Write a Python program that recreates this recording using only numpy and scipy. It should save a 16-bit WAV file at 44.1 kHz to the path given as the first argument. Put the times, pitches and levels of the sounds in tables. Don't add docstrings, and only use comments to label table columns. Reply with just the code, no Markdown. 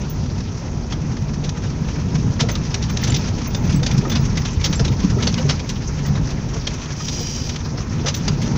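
import sys
import numpy as np
from scipy import signal
from scipy.fft import rfft, irfft, next_fast_len
from scipy.io import wavfile
from scipy.ndimage import map_coordinates

SR = 44100
rng = np.random.default_rng(int(sys.argv[2]) if len(sys.argv) > 2 else 0)


def generate_wav(sig):
    pcm = np.round(np.clip(np.atleast_2d(sig).T, -1, 1) * 32767).astype(np.int16)
    wavfile.write(sys.argv[1], SR, pcm)


N = 377937


def amp(db):
    return 10 ** (np.asarray(db) / 20)


def rms_one(x):
    return x / np.sqrt(np.mean(x ** 2) + 1e-20)


def in_time(rows):
    times, *columns = np.transpose(rows)
    return [np.interp(np.arange(N) / SR, times, column) for column in columns]


def colour(x, spectrum, peaks=(), band=(1, 1e6)):
    size = next_fast_len(N)
    hz = np.arange(size // 2 + 1) * SR / size + 1
    points = np.array(spectrum)
    db = np.interp(np.log(hz), np.log(points[:, 0]), points[:, 1])
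    for peak_hz, width_hz, lift_db in peaks:
        db = db + lift_db / (1 + (2 * (hz - peak_hz) / width_hz) ** 2)
    edge_loss = np.sqrt((1 + (band[0] / hz) ** 12) * (1 + (hz / band[1]) ** 12))
    gain = rms_one(amp(db) / edge_loss)
    return irfft(rfft(x, size) * gain, size)[:N]


def drift(rate_hz):
    step = 40
    r = np.exp(-2 * np.pi * step * rate_hz / SR)
    white = rng.standard_normal(N // step + 4002)
    slow = signal.lfilter([1], [1, -2 * r, r * r], white)[4000:]
    return np.interp(np.arange(N) / step, np.arange(len(slow)), rms_one(slow))


def ring(clicks, hz, t60_s):
    r = amp(-60 / (t60_s * SR))
    w = 2 * np.pi * hz / SR
    return signal.lfilter([0, np.sin(w)], [1, -2 * r * np.cos(w), r * r], clicks + 1e-18)


def resonance(x, hz, width_hz):
    return rms_one(ring(x, hz, np.log(1000) / np.pi / width_hz))


def puffs(per_s):
    size = amp(1.5 * np.minimum(rng.exponential(1, N), 4))
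    born = (rng.random(N) < per_s / SR) * size
    r = np.exp(-1 / (0.0044 * SR))
    return signal.lfilter([np.e * (1 - r)], [1, -2 * r, r * r], born + 1e-18)


def rumble(boom_db, buzz_db):
    # [t/s, level/dB]
    deep_course = [(0.0, -30.5), (0.43, -26.5), (0.62, -32.5), (1.96, -28.5), (3.27, -25.5), (3.51, -26.5),
                   (3.94, -24), (6.66, -26), (6.9, -32), (8.35, -30), (8.57, -30)]
    # [f/Hz, relative level/dB per Hz]
    deep_spectrum = [(8.8, -52.5), (15, -22.5), (49, -4), (108, -7.5), (130, -8), (170, -24), (290, -120)]
    boom_spectrum = [(41, -20.5), (70, -3), (145, 0), (199, -3.5), (324, -16.5), (372, -26.5), (400, -18),
                     (520, -28), (880, -120)]
    buzz_spectrum = [(120, -31.5), (200, -5), (234, -5), (360, -4), (705, -13.5), (955, -12.5), (1180, -32),
                     (1300, -16), (1800, -46), (2340, -59.5), (3960, -120)]
    # [f/Hz, width/Hz, level/dB relative to the mean boom setting]
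    air_modes = [(147, 7, -6), (233, 9, -12), (92, 8, -13)]
    air_shake = 0.18
    drone_hz, drone_width_hz, drone_db = 925, 310, -48.5

    white = rng.standard_normal((4, N))
    deep = amp(in_time(deep_course)[0]) * colour(white[0], deep_spectrum)
    boom = amp(boom_db - 1.0 + 2.2 * drift(6.1)) * colour(white[1], boom_spectrum)
    buzz = amp(buzz_db + 1.5 * drift(14)) * colour(white[3], buzz_spectrum)
    air = sum(amp(db) * resonance(white[2], hz, width_hz) for hz, width_hz, db in air_modes)
    air_db = boom_db.mean() + air_shake * (boom_db - boom_db.mean())
    drone = amp(drone_db) * resonance(white[0], drone_hz, drone_width_hz)
    return deep + boom + amp(air_db) * air + buzz + drone


def thuds():
    # [t/s, level/dB before the soft rise and the upper partial, f/Hz]
    knocks = [(1.112, -10, 133.5), (1.212, -7, 128), (1.283, -15, 142), (1.808, -12, 152),
              (2.244, -8.5, 145.7), (2.417, -9, 152), (2.435, -14, 459), (2.771, -17.5, 156),
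              (3.085, -6, 128), (3.125, -6, 134), (3.21, -14, 168), (3.736, -5.5, 185), (3.819, -17.5, 495),
              (3.93, -6, 120), (3.977, -1, 130.5), (4.027, -18, 408), (4.052, -18.5, 1240),
              (4.066, -16, 355), (4.196, -6.5, 136), (4.366, -11, 157), (4.571, -6.5, 85),
              (4.697, -8.5, 188), (4.799, -4.5, 132.5), (4.799, -14, 456), (4.904, -4.5, 134),
              (5.04, -2, 186.5), (5.097, -24, 1330), (5.119, -4.5, 121), (5.168, -15.5, 405),
              (5.185, -21, 1300), (5.322, -13, 114), (5.378, -24, 950), (5.394, -15.5, 517),
              (5.441, -6.5, 140), (5.449, -16, 408), (6.05, -23, 1920), (6.093, -5.5, 140),
              (6.195, -10, 171), (6.556, -19.5, 450), (6.565, -16, 102), (7.003, -21, 1244),
              (7.137, -20, 141), (7.206, -20, 473), (8.039, -13.5, 137), (8.045, -16.5, 457)]
    t60_at_150_hz, t60_slope = 0.12, -.4
    rise_s = 0.0035

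    out = np.zeros(N + SR)
    t = np.arange(SR // 2) / SR
    rise = 1 - np.exp(-t / rise_s)
    for s, db, hz in knocks:
        t60_s = t60_at_150_hz * (hz / 150) ** t60_slope
        wave = np.sin(2 * np.pi * hz * t) + 0.43 * np.sin(2 * np.pi * 1.5 * hz * t)
        i = round(s * SR)
        out[i:i + len(t)] += amp(db - 60 * t / t60_s) * rise * wave
    return out[:N]


def engine():
    # [t/s, mean firing rate/Hz, level/dB applied to the sum of orders]
    running = [(0, 72, -32.5), (1.2, 44, -32.5), (2.2, 58, -23.5), (3.6, 58, -33), (5.5, 63, -48),
               (7, 43.4, -42), (8.57, 56.5, -33.5)]
    # [multiple of the firing rate, mean relative level/dB]
    orders = [(1, 0), (1.5, -10), (2, -11), (3, -14), (4, -14)]

    rate_hz, level_db = in_time(running)
    unsteady_hz = rate_hz * (1 + 0.01233 * drift(3.9))
    phase = 2 * np.pi * np.cumsum(unsteady_hz) / SR
    hum = 0
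    for order, db in orders:
        hum = hum + amp(db + 2 * drift(2)) * np.sin(order * phase + rng.uniform(0, 2 * np.pi))
    return amp(level_db) * hum


def leaves(level_db):
    # [f/Hz, relative level/dB per Hz]
    leaf_spectrum = [(590, -31), (1000, 0), (2180, -5.5), (2550, -3), (2800, -6.5), (3090, -6.5),
                     (3930, -9), (4160, -8.5), (5050, -4), (5720, -0.5), (6480, -5), (10000, -63),
                     (13000, -88.5), (22000, -120)]
    puff_crush = 0.73
    edges_hz = [500, 1600, 2600, 4000, 5600, 8000, 16000]

    white = rng.standard_normal((2, N))
    busy = amp(puff_crush * (level_db - level_db.mean()))
    shared = drift(9)
    wide = puffs(24.0 * busy)
    out = 0
    for k, (low, high) in enumerate(zip(edges_hz, edges_hz[1:])):
        bandpass = signal.butter(2, [low, high], "band", fs=SR, output="sos")
        band = signal.sosfilt(bandpass, white[k % 2])
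        patches = amp(busy * (1.2 * shared + 1.8 * drift(16.3)))
        out = out + band * patches * (1 + 0.49 * wide + 0.56 * puffs(9.0 * busy))
    return amp(level_db) * rms_one(colour(out, leaf_spectrum))


def snaps():
    # [t/s, reference level/dB, ring f/Hz,
    # low band/dB and top band/dB relative to the reference, t60/s]
    breaks = [(0.9233, -15.5, 3210, -8, -56, 0.06), (1.1672, -23.5, 2030, -5, -34, 0.041),
              (1.4401, -17.5, 5730, -16, -59, 0.092), (1.492, -13.5, 5670, -13, -57, 0.031),
              (1.6322, -27.5, 5670, -1, -47, 0.16), (1.8848, -22.5, 2430, -5, -47, 0.06),
              (2.1505, -21, 5813, -4, -50, 0.06), (2.394, -15.5, 2070, -7.5, -42, 0.085),
              (2.403, -7, 5320, -12, -34, 0.08), (2.4882, -14, 2020, -6.5, -24, 0.094),
              (2.5532, -10, 4050, -21, -49, 0.034), (2.743, -4.5, 5630, -17, -45, 0.037),
              (2.8235, -16.5, 3830, -18, -35, 0.053), (2.8374, -20.5, 5640, -16, -39, 0.051),
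              (2.8977, -23.5, 6200, -21, -11, 0.045), (2.9706, -9.5, 5570, -13.5, -43, 0.032),
              (3.036, -11, 5900, -17, -26, 0.09), (3.0734, -13.5, 5960, -12.5, -26, 0.082),
              (3.0974, -19.5, 2980, -10, -32, 0.052), (3.1203, -14, 2100, -12, -38, 0.041),
              (3.1436, -8.5, 5900, -29, -43, 0.051), (3.1624, -13, 5400, -22.5, -33, 0.052),
              (3.282, -19, 6400, -8.5, -45, 0.057), (3.5475, -10, 3610, -10, -37, 0.031),
              (3.6516, -25, 5760, -9, -22, 0.06), (3.695, -17.5, 2590, -7, -34, 0.073),
              (3.723, -19, 3310, -18, -25, 0.06), (3.8303, -13, 3610, -12.5, -33, 0.054),
              (3.8632, -6.5, 4870, -17, -60, 0.053), (3.912, -13.5, 5770, -16, -29, 0.05),
              (3.978, -15.5, 5120, -21.5, -19, 0.049), (4.012, -27, 3510, -1, -42, 0.035),
              (4.05, -32.5, 2040, 8, -29, 0.032), (4.0978, -15, 6230, -12, -23, 0.052),
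              (4.1163, -14, 3520, -8, -34, 0.088), (4.154, -10.5, 4950, -9, -43, 0.083),
              (4.2512, -21.5, 5610, -20, -23, 0.078), (4.3725, -10, 2110, -12, -30, 0.06),
              (4.4513, -13, 3580, -12, -46, 0.06), (4.5316, -23, 5130, -15, -35, 0.021),
              (4.611, -18, 2300, -16, -39, 0.072), (4.6415, -4, 5570, -18.5, -42, 0.072),
              (4.6572, -10, 5800, -16.5, -38, 0.048), (4.727, -12, 5800, -9, -48, 0.072),
              (4.7948, -9, 5300, -8.5, -53, 0.038), (4.8487, -11.5, 3780, -12, -43, 0.06),
              (4.8788, -16, 3740, -22, -36, 0.052), (5.0005, -19.5, 6130, -16, -48, 0.065),
              (5.1018, -24, 5390, -0.5, -30, 0.074), (5.225, -8, 3500, -16.5, -49, 0.06),
              (5.2708, -5, 4410, -13, -51, 0.063), (5.341, -12, 5550, -16.5, -47, 0.031),
              (5.3783, -15, 2900, -9.5, -44, 0.06), (5.4929, -7, 5330, -11.5, -56, 0.1),
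              (5.5935, -18, 2400, -15, -41, 0.06), (5.691, -13.5, 5920, -18, -21, 0.073),
              (6.0604, -21.5, 1960, -10, -14, 0.055), (6.1524, -22.5, 3870, -3.5, -38, 0.1),
              (6.3046, -21, 5780, -14.5, -24, 0.05), (6.6697, -7.5, 3200, -12.5, -44, 0.053),
              (6.7384, -22.5, 5690, -17, -18, 0.048), (6.8169, -21.5, 5930, -9, -40, 0.045),
              (6.8583, -21, 3190, -22, -50, 0.028), (6.903, -23, 2310, -5, -43, 0.073),
              (7.0024, -23.5, 5050, -10, -40, 0.07), (7.0825, -11.5, 3620, -17, -44, 0.054),
              (7.1217, -19.5, 5870, -19, -37, 0.051), (7.493, -13, 5860, -15.5, -45, 0.06),
              (7.5598, -13, 3140, -16, -40, 0.04), (7.7797, -25, 5750, 0, -43, 0.046),
              (8.0616, -11, 5970, -8, -43, 0.1), (8.083, -8, 6160, -14.5, -49, 0.052),
              (8.1421, -10, 5970, -25, -30, 0.06), (8.1644, -25, 6100, -18, -8, 0.073),
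              (8.2797, -5.5, 4820, -12.5, -44, 0.043), (8.3449, -27, 5960, -19, -36, 0.055),
              (8.4168, -18.5, 2160, -11, -20, 0.11), (8.4756, -21.5, 5840, -8, -43, 0.04)]
    # [f/Hz, relative level/dB per Hz]
    snap_spectrum = [(290, -29.5), (500, 3.5), (1060, -4.5), (1340, -2.5), (2100, -4.5), (2350, -3.5),
                     (3530, 0.5), (4200, -1.5), (5530, 3), (6390, 5), (8660, -27.5), (12800, -31),
                     (14400, -36.5), (15200, -23), (15900, -39.5)]
    swell_share = 0.092
    middle_db, ring_db = -9, -8.5
    bright_at_4_khz_db, bright_tilt = -13.5, 1
    edges_hz = [300, 2000, 4500, 8500, 17000]

    gates, rings = np.zeros((4, N + SR)), np.zeros(N + SR)
    t = np.arange(SR // 3) / SR
    for s, db, hz, low_db, top_db, t60_s in breaks:
        decay_s = max(t60_s, .015)
        swell_s = swell_share * decay_s
        bright_db = bright_at_4_khz_db + bright_tilt * np.log2(hz / 4000)
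        fall_db = 60 * (t / decay_s) ** 1.094
        shape = amp(db - fall_db) * (1 - np.exp(-(t / swell_s) ** 2))
        i = round((s - 0.6 * swell_s) * SR)
        gates[:, i:i + len(t)] += amp([[low_db], [middle_db], [bright_db], [top_db]]) * shape
        rings[i:i + len(t)] += shape * np.sin(2 * np.pi * hz * t)

    grain_db = 2 * rng.standard_normal(N // 24 + 1).repeat(24)[:N]
    crackle = rms_one(rng.standard_normal(N) * amp(grain_db))
    bursts = sum(colour(crackle * gates[k, :N], snap_spectrum, band=edges_hz[k:k + 2]) for k in range(4))
    return bursts + amp(ring_db) * rings[:N] * drift(110)


def drag():
    # [f/Hz, relative level/dB per Hz]
    slip_spectrum = [(900, -44), (1500, -16), (2700, -11), (4500, -9.5), (5300, -4), (6500, -3.5),
                     (7300, -16), (8300, -30), (10400, -37.5), (13400, -37), (15000, -25), (15800, -32)]
    # [f/Hz, width/Hz, lift/dB]
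    panel_modes = [(2420, 140, 6), (3080, 140, 11), (4200, 80, 6), (4900, 200, 14), (5700, 240, 11),
                   (6300, 100, 5), (8450, 140, 7), (9320, 80, 6), (11750, 250, 8), (12800, 120, 6),
                   (15200, 50, 8)]
    start_s, press_s, end_s, edge_s = 6.96, 7.22, 7.56, .03
    level_db, sag_db = -29.5, 9
    bend = .02

    s = np.arange(N) / SR
    touch = np.clip(np.minimum(s - start_s, end_s - s) / edge_s + .5, 0, 1)
    along = np.interp(s, [start_s, press_s, end_s], [-1, 0, 1])
    slips = rng.standard_normal(N) * amp(2 * drift(130))
    scrape = colour(slips, slip_spectrum, panel_modes)
    read = np.arange(N) - np.cumsum(bend * along * touch)
    bent = map_coordinates(scrape, [read], order=3)
    return touch * amp(level_db - sag_db * along ** 2) * rms_one(bent)


def clinks(rattle_db):
    # [t/s, strike level/dB, f/Hz of the part that rings most]
    strikes = [(0.0977, -28, 15200), (2.5147, -19, 6160), (2.5157, -34, 15100), (2.9048, -40, 15200),
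               (3.0185, -34, 15200), (3.1043, -15.5, 7210), (3.1662, -36, 15200), (3.4725, -24.5, 6270),
               (3.473, -29, 15200), (3.5603, -41, 15300), (3.6511, -44, 15100), (3.704, -44, 10500),
               (3.7564, -36, 15600), (3.7604, -29, 7780), (3.935, -41, 14100), (4.0826, -43, 15200),
               (4.0955, -32, 15200), (4.0981, -28, 6250), (4.2048, -39, 15700), (4.3919, -43, 15100),
               (4.5326, -38, 7400), (4.6468, -35, 15200), (4.6982, -42, 15200), (4.7566, -22, 7400),
               (4.9092, -45, 15200), (6.0665, -38, 15200), (7.2085, -38, 15200), (8.1479, -33, 14700)]
    # [f/Hz, t60/s]
    parts = [(5600, 0.1), (6250, 0.034), (7210, 0.026), (7400, 0.046), (7780, 0.054), (10520, 0.026),
             (11700, 0.15), (13950, .035), (14750, .08), (15180, 0.088), (15650, .055)]
    # [f/Hz, relative level/dB per Hz]
    rattle_spectrum = [(7000, -52), (9000, -22), (12500, -20), (14200, -11), (15000, -5), (15700, -9)]

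    s, db, pitch_hz = np.transpose(strikes)
    at = np.round(s * SR).astype(int)
    part_hz = np.array(parts)[:, 0]
    nearest = np.abs(np.log(pitch_hz[:, None] / part_hz)).argmin(axis=1)
    out = np.zeros(N)
    for k, (hz, t60_s) in enumerate(parts):
        faint_db = 33.5 + 20 * rng.random(len(at))
        clicks = np.zeros(N)
        np.add.at(clicks, at, amp(db - (nearest != k) * faint_db))
        onset = ring(clicks, hz, 0.0043) * 2 * np.log(1000) / (0.0052 * SR)
        out += ring(onset, hz, t60_s)
    rattle = rng.standard_normal(N) * amp(4.0 * drift(25))
    return out + amp(rattle_db) * rms_one(colour(rattle, rattle_spectrum))


def cabin(x):
    t60_s = 0.19
    t = np.arange(round(.2 * SR)) / SR
    tail = rng.standard_normal(len(t)) * amp(-60 * t / t60_s) * (t > .002)
    return signal.fftconvolve(x, tail / np.sqrt(np.sum(tail ** 2)))[:N]


def scene():
    # [t/s, shake of the body/dB, crush of leaves/dB]
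    ride = [(0.0, -28, -40), (1.19, -26, -42), (2.22, -24.5, -39.5), (2.89, -27.5, -38),
            (3.08, -22.5, -34.5), (3.48, -23.5, -38.5), (3.98, -20, -37.5), (4.51, -26.5, -37.5),
            (5.06, -21.5, -38), (5.32, -21.5, -34.5), (5.92, -29.5, -40), (6.13, -24, -39.5),
            (6.97, -32, -37.5), (7.19, -27.5, -38.5), (7.33, -30.5, -41), (7.59, -29, -40),
            (8.26, -27.5, -37), (8.57, -15.5, -37.5)]
    boom_offset_db, leaf_offset_db = 2, 1.5
    buzz_mean_db, buzz_shake, buzz_crush = -35, 0.39, 0.24
    rattle_mean_db, rattle_crush = -66.5, 1.4
    cabin_db = -13.5

    shake_db, crush_db = in_time(ride)
    shake_swing = shake_db - shake_db.mean()
    crush_swing = crush_db - crush_db.mean()
    buzz_db = buzz_mean_db + buzz_shake * shake_swing + buzz_crush * crush_swing
    low = rumble(shake_db + boom_offset_db, buzz_db) + thuds() + engine()
    hits = snaps() + clinks(rattle_mean_db + rattle_crush * crush_swing)
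    mix = low + leaves(crush_db + leaf_offset_db) + drag() + hits + amp(cabin_db) * cabin(hits)
    return mix[None]


def record(dry):
    cutoff_hz = 15750
    lowpass = signal.ellip(12, .5, 70, cutoff_hz, fs=SR, output="sos")
    return signal.sosfilt(lowpass, dry)


dry = scene()
out = record(dry)
generate_wav(out)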